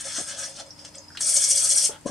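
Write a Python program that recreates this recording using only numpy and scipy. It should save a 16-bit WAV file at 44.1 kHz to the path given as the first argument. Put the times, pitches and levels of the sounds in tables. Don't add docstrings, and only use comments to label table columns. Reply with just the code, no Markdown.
import sys
import numpy as np
from scipy import signal
from scipy.fft import rfft, irfft
from scipy.io import wavfile
from scipy.ndimage import uniform_filter1d

SR = 44100
rng = np.random.default_rng(int(sys.argv[2]) if len(sys.argv) > 2 else 0)


def master_out(mix):
    frames = np.transpose(np.atleast_2d(mix))
    ceiling = np.clip(frames, -1, 1)
    pcm = np.round(ceiling * 32767).astype(np.int16)
    wavfile.write(sys.argv[1], SR, pcm)


N = 92742


def amp(db):
    return 10 ** (np.asarray(db) / 20)


def evened(x):
    return x / np.sqrt(np.mean(x ** 2) + 1e-20)


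def smooth_noise(seconds):
    return evened(uniform_filter1d(rng.standard_normal(N), max(int(seconds * SR), 2)))


def read(points, hz):
    f, value = np.transpose(points)
    return np.interp(np.log(hz + 1), np.log(f + 1), value)


def curve(rows, col=1, outside=-120):
    rows = np.asarray(rows)
    return np.interp(np.arange(N) / SR, rows[:, 0], rows[:, col], outside, outside)


def colour(x, gain):
    hz = np.fft.rfftfreq(8192, 1 / SR)
    cepstrum = irfft(np.log(gain(hz) + 1e-5))
    cepstrum[1:4096] *= 2
    cepstrum[4097:] = 0
    impulse_response = irfft(np.exp(rfft(cepstrum)))[:4096]
    return signal.oaconvolve(x, impulse_response)[:len(x)]


def high_pass(hz, edge_hz):
    return hz ** 4 / (hz ** 4 + edge_hz ** 4)


def rings(hz, modes):
    return np.sqrt(sum(amp(db) ** 2 / (1 + (2 * (hz - f) / w) ** 2) for f, w, db in modes))


def add(mix, s, sound):
    part = mix[round(s * SR):][:len(sound)]
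    part += sound[:len(part)]


def blows(rows, modes, rise_s):
    out, t = np.zeros(N), np.arange(6000) / SR
    for s, peak_db, spot in rows:
        ring = 0
        for hz, db, t60, lag in modes:
            u = np.maximum(t - lag, 0)
            rise = np.sin(np.pi / 2 * np.minimum(u / rise_s, 1)) ** 2
            decay = amp(db - 60 * np.maximum(u - rise_s, 0) / t60)
            ring = ring + decay * rise * np.sin(2 * np.pi * hz * spot * u)
        add(out, s, amp(peak_db) * ring / abs(ring).max())
    return out


def friction(flutter_s=0.009, flutter_db=2.5):
    grains_per_s, grain_spread_db = 20000, 1.5
    unevenness = np.minimum(rng.exponential(1, N), 5)
    size = amp(grain_spread_db * unevenness) * rng.standard_normal(N)
    slipping = rng.random(N) < grains_per_s / SR
    flutter = np.minimum(smooth_noise(flutter_s), 2)
    return size * slipping * amp(flutter_db * flutter)


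def streaked(x, depth_db=3, width_hz=250, length_s=.04):
    window, hop = 512, 128
    z = signal.stft(x, SR, nperseg=window, noverlap=window - hop)[2]
    patches = uniform_filter1d(rng.standard_normal(z.shape), max(int(width_hz * window / SR), 1), axis=0)
    patches = evened(uniform_filter1d(patches, max(int(length_s * SR / hop), 2), axis=1))
    gain = amp(depth_db * np.clip(patches, -3, 2))
    return signal.istft(z * gain, SR, nperseg=window, noverlap=window - hop)[1][:N]


def rubbed(shape, sled_db):
    splits_hz = [4000, 5300, 7100, 8600, 10500]
    # (frequency [Hz], width [Hz])
    disc_rings = [(2215, 15), (3373, 250), (3716, 16), (5400, 39), (5730, 130), (6380, 185), (6110, 19),
                  (6690, 9.9), (8110, 43), (8390, 60), (8980, 50), (9530, 22)]
    # (frequency [Hz], nominal width [Hz], relative level [dB])
    sled_rings = [(1301, 110, -1), (1636, 294, -1), (3380, 50, -3.5)]
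    # (frequency [Hz], nominal width [Hz], relative level [dB])
    body_rings = [(546.8, 29.4, 3.5), (610.6, 93, 0), (814, 59, -8)]
    disc_lift_db = 4.5
    pulse = 0.03, 2.5

    def disc_gain(hz):
        lift = rings(hz, [(f, w, disc_lift_db) for f, w in disc_rings])
        return amp(read(shape, hz)) * np.sqrt(1 + lift ** 2) * high_pass(hz, 1750.0)

    def power_above(hz, edge):
        return hz ** 12 / (hz ** 12 + edge ** 12.)

    def band_gain(hz, lo, hi):
        return disc_gain(hz) * np.sqrt(abs(power_above(hz, lo) - power_above(hz, hi)))

    bands = [colour(evened(friction()), lambda hz: band_gain(hz, lo, hi))
             for lo, hi in zip([1.] + splits_hz, splits_hz + [SR])]
    scale = np.sqrt(np.mean(sum(bands) ** 2))
    dull, low, high = bands[0] / scale, sum(bands[1:3]) / scale, sum(bands[3:]) / scale
    sled = evened(colour(friction(*pulse), lambda hz: rings(hz, sled_rings) ** 1.35))
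    body = evened(colour(friction(*pulse), lambda hz: rings(hz, body_rings) ** 1.92 * high_pass(hz, 730.0)))
    dull = streaked(dull + amp(sled_db) * sled, depth_db=4, width_hz=120, length_s=.09)
    return dull, streaked(low), streaked(high), body


def graze():
    # (time [s], level [dB], level of low body ring [dB], relative level of upper band [dB])
    contacts = [
        [(0.0, -37, -65, -3), (0.012, -37, -56, 8), (0.03, -44.5, -73, -8), (0.056, -34.5, -46, 2),
         (0.078, -34.5, -43.5, -2.5), (0.108, -36.5, -64, -2), (0.158, -31, -57, -3.5), (0.19, -31, -46, 0),
         (0.256, -46.5, -61, 2.5), (0.28, -33.5, -54.5, -1.5), (0.362, -40, -49, -9), (0.394, -33.5, -43, 0.5),
         (0.42, -35, -52, -3), (0.436, -30, -41, -9), (0.448, -34, -53, -5.5), (0.51, -47, -47.5, 0.5),
         (0.538, -48, -62, -6), (0.604, -36, -42, -7.5), (0.646, -65, -57.5, -20), (0.662, -52.5, -48.5, -5),
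         (0.7, -64, -55, -10)],
        [(2.058, -48.5, -62, 1), (2.073, -37, -51, -7), (2.083, -39.5, -55, -2), (2.103, -41.5, -33.5, -9)],
        [(.775, -59, -65, -4), (.8, -49.5, -68, -8), (.84, -60, -57.5, -6), (.851, -35.5, -48, -6),
         (.875, -51.5, -60, -20), (.892, -48, -54, -4), (.91, -90, -78, -13), (.95, -43, -54, -17),
         (.99, -66, -53, -12), (1.02, -79, -67, -4), (1.1, -81, -78, -8), (1.16, -45.5, -78, -15)],
    ]
    # (frequency [Hz], relative density [dB per Hz])
    graze_colour = [(1060, -68), (1800, -5), (2540, -3.5), (2700, -5), (3420, -3.5), (3940, -8.5),
                    (4190, 0.5), (4540, -3.5), (5500, 0.5), (6920, -2.5), (9010, 0.5), (11900, -26.5),
                    (14100, -45), (14800, -38)]
    lower_band_db, sled_db = -2.15, -12
    dull, low, high, body = rubbed(graze_colour, sled_db)
    lower = amp(lower_band_db) * (dull + low)
    high = evened(high)
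    out = np.zeros(N)
    for rows in contacts:
        out += amp(curve(rows)) * (lower + amp(curve(rows, col=3)) * high)
        out += amp(curve(rows, col=2)) * body
    return out


def whine():
    # (time [s], level before fluctuation [dB])
    whine_level = [(0, -58), (.45, -54), (.58, -58), (.64, -64), (.7, -59), (.85, -57), (.905, -61),
                   (.965, -54), (1.03, -60), (1.09, -57), (1.168, -55)]
    pitch_hz, wander_hz, wander_s = 5075, 70, .004
    bead_s, bead_db = .008, 3.5
    modes = [(pitch_hz, 95, 0), (pitch_hz, 350, -5)]
    beads, wander = smooth_noise(bead_s), smooth_noise(wander_s)
    phase = 2 * np.pi * np.cumsum(pitch_hz + wander_hz * wander) / SR
    line = np.sqrt(2) * np.sin(phase)
    fuzz = evened(colour(rng.standard_normal(N), lambda hz: rings(hz, modes) ** 2))
    return amp(curve(whine_level) + bead_db * beads) * (line + fuzz)


def air():
    # (frequency [Hz], relative density [dB per Hz])
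    air_colour = [(18, -70), (30, -6), (50, 0), (126, 4), (286, 2), (345, -5.5), (454, -4.5), (801, -6),
                  (948, 0), (1120, -8), (1820, -9.5), (3970, -16), (4600, -8), (5500, -12.5), (6500, -11.5),
                  (8500, -11.5), (10000, -15.5), (15000, -33)]
    # (frequency [Hz], left-right coherence [0 to 1])
    likeness = [(60, 0.78), (290, 0.51), (700, 0.33), (6500, 0.21), (14000, 0.13)]
    # (frequency [Hz], rms level ahead of stereo balance [dB])
    hum_lines = [(90, -63.5), (150, -66.5), (300, -62.5)]
    air_db = -52
    a, b = rfft(rng.standard_normal((2, N)))
    hz, t = np.fft.rfftfreq(N, 1 / SR), np.arange(N) / SR
    same = np.clip(read(likeness, hz), 0, 1)
    spectra = np.array([a, same * a + np.sqrt(1 - same ** 2) * b])
    pair = irfft(spectra * amp(read(air_colour, hz)), N)
    hum = sum(np.sqrt(2) * amp(db) * np.sin(2 * np.pi * (f * t + rng.random())) for f, db in hum_lines)
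    return amp(air_db) * evened(pair) + hum


def knocks():
    # (time [s], peak ahead of stereo balance [dB], pitch of the struck spot relative to the modes [ratio])
    knock_rows = [(0.1805, -28.5, 1.05), (0.196, -32.5, 1.25), (0.207, -36, 0.81), (2.048, -35, 0.89),
                  (2.0552, -16, 0.93), (2.066, -29, 1.11), (2.078, -32, 1.9), (2.087, -33.5, 1.15),
                  (2.093, -23.5, 0.87)]
    # (frequency [Hz], relative level [dB], T60 [s], lag [s])
    bench_modes = [(272, 13, 0.019, 0.00017), (588, 13, 0.016, 0.00205), (1087, 0, 0.034, 0.00385)]
    return blows(knock_rows, bench_modes, rise_s=0.0067)


def ticks():
    # (time [s], level at onset before the rise [dB], pitch [Hz], nominal width [Hz], T60 [s])
    tick_rows = [(.662, -46, 7900, 1200, 0.033), (0.705, -34, 5450, 1200, 0.039),
                 (0.953, -32.5, 8130, 1500, 0.03), (0.982, -33.5, 6540, 2000, 0.033),
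                 (1.103, -47, 1500, 500, 0.052), (1.149, -37.5, 1490, 700, 0.055),
                 (1.171, -28, 3500, 5000, 0.048), (1.171, -32.5, 7800, 3980, 0.023),
                 (1.204, -37.5, 1700, 1880, 0.058), (1.556, -13.5, 8330, 1200, 0.045),
                 (2.01, -36.5, 8000, 1200, 0.01)]
    rise_s = 0.0017
    out, t = np.zeros(N), np.arange(4000) / SR
    for s, db, hz, width, t60 in tick_rows:
        noise = rng.standard_normal(len(t))
        tone = evened(colour(noise, lambda f: rings(f, [(hz, width, 0)]) ** 3))
        rise = np.minimum(t / rise_s, 1) ** 2
        add(out, s, amp(db - 60 * t / t60) * rise * tone)
    return out


def slip():
    # (time [s], level before throbbing [dB])
    pressure = [(1.19, -55), (1.202, -41), (1.21, -25), (1.22, -32), (1.234, -26.5), (1.246, -27),
                (1.265, -22.5), (1.55, -23), (1.862, -22.5), (1.885, -28), (1.92, -75), (1.99, -70)]
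    # (frequency [Hz], relative density [dB per Hz])
    slip_colour = [(1060, -77), (1800, -26.5), (2240, -18.5), (2670, -23), (3330, -17.5), (3970, -22.5),
                   (4190, -13), (5500, -7), (7100, -7), (8250, 0), (9500, -3.5), (12400, -31),
                   (13600, -34.5), (14800, -73)]
    # (time [s], slip turns per second [1/s])
    slip_rate = [(1.2, 12.96), (1.5, 14.4), (1.9, 14.96)]
    # (cycles per turn, lower band depth [dB], its lag [turns],
    # upper band depth [dB], its lag [turns])
    uneven = [(1, 4, 0.0025, 3, -0.11), (2, 1.7, 0.0065, 0.8, 0.093), (3, -0.5, 0.0085, 3, -0.000083)]
    body_db, sled_db, dull_throb = -26.5, -28, 0.35
    held_rate = [(0, slip_rate[0][1])] + slip_rate + [(3, slip_rate[-1][1])]
    turns = np.cumsum(curve(held_rate)) / SR
    turns = turns - turns[round(1.296 * SR)]
    dull, low, high, body = rubbed(slip_colour, sled_db)
    low_db = sum(a * np.cos(2 * np.pi * k * (turns - lag)) for k, a, lag, _, _ in uneven)
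    high_db = sum(a * np.cos(2 * np.pi * k * (turns - lag)) for k, _, _, a, lag in uneven)
    dull_part = amp(dull_throb * low_db) * (dull + amp(body_db) * body)
    return amp(curve(pressure)) * (amp(low_db) * low + amp(high_db) * high + dull_part)


def settle():
    # (time [s], level [dB])
    scrape_level = [(1.885, -50), (1.905, -52), (1.93, -43), (1.965, -47), (1.99, -78)]
    # (frequency [Hz], width [Hz], relative level [dB])
    scrape_rings = [(457, 54, 2), (595, 91, -6), (850, 54, 4), (1416, 130, 0), (1990, 160, -9),
                    (3260, 590, -5.5)]
    # (time [s], peak ahead of stereo balance [dB], pitch relative to the modes [ratio])
    clunk_rows = [(1.893, -28, 1.01), (1.9035, -33, 1.36)]
    # (frequency [Hz], relative level [dB], T60 [s], lag [s])
    clamp_modes = [(435, 0, .05, 0), (870, -9, .028, 0), (1330, -16, .06, 0)]
    scrape = evened(colour(friction(), lambda hz: rings(hz, scrape_rings)))
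    return amp(curve(scrape_level)) * scrape + blows(clunk_rows, clamp_modes, rise_s=0.00176)


def room(x):
    # (frequency [Hz], gain [dB])
    reflected = [(100, 6), (300, -16.5), (600, -6), (1500, -2.5), (4000, -2.5), (8000, -4), (13000, 1.5)]
    t60_s = 0.17
    t = np.arange(12000) / SR
    present = (rng.random((2, len(t))) < .05) * (t > .001)
    taps = rng.standard_normal((2, len(t))) * present * amp(-60 * t / t60_s)
    taps = taps / np.linalg.norm(taps, axis=1)[:, None]
    wet = colour(x, lambda hz: amp(read(reflected, hz)))
    return signal.fftconvolve(wet[None], taps, axes=1)[:, :N]


def scene():
    # (frequency [Hz], left minus right [dB])
    left_lean = [(60, 1.5), (400, 2), (1500, 1.5), (2500, 0.5), (8000, 3), (13000, .6)]
    knock_left_db = 7
    side = np.array([[.5], [-.5]])
    player = graze() + whine() + ticks() + slip() + settle()
    bench = knocks()
    around = rfft(player + room(player + bench) + air())
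    balance = amp(read(left_lean, np.fft.rfftfreq(N, 1 / SR)) * side)
    return irfft(around * balance, N) + bench * amp(knock_left_db * side)


def record(dry):
    edge_hz = 15700
    low_pass = signal.firwin(511, edge_hz, window=("kaiser", 9), fs=SR)
    return signal.oaconvolve(dry, low_pass[None], "same")


dry = scene()
out = record(dry)
master_out(out)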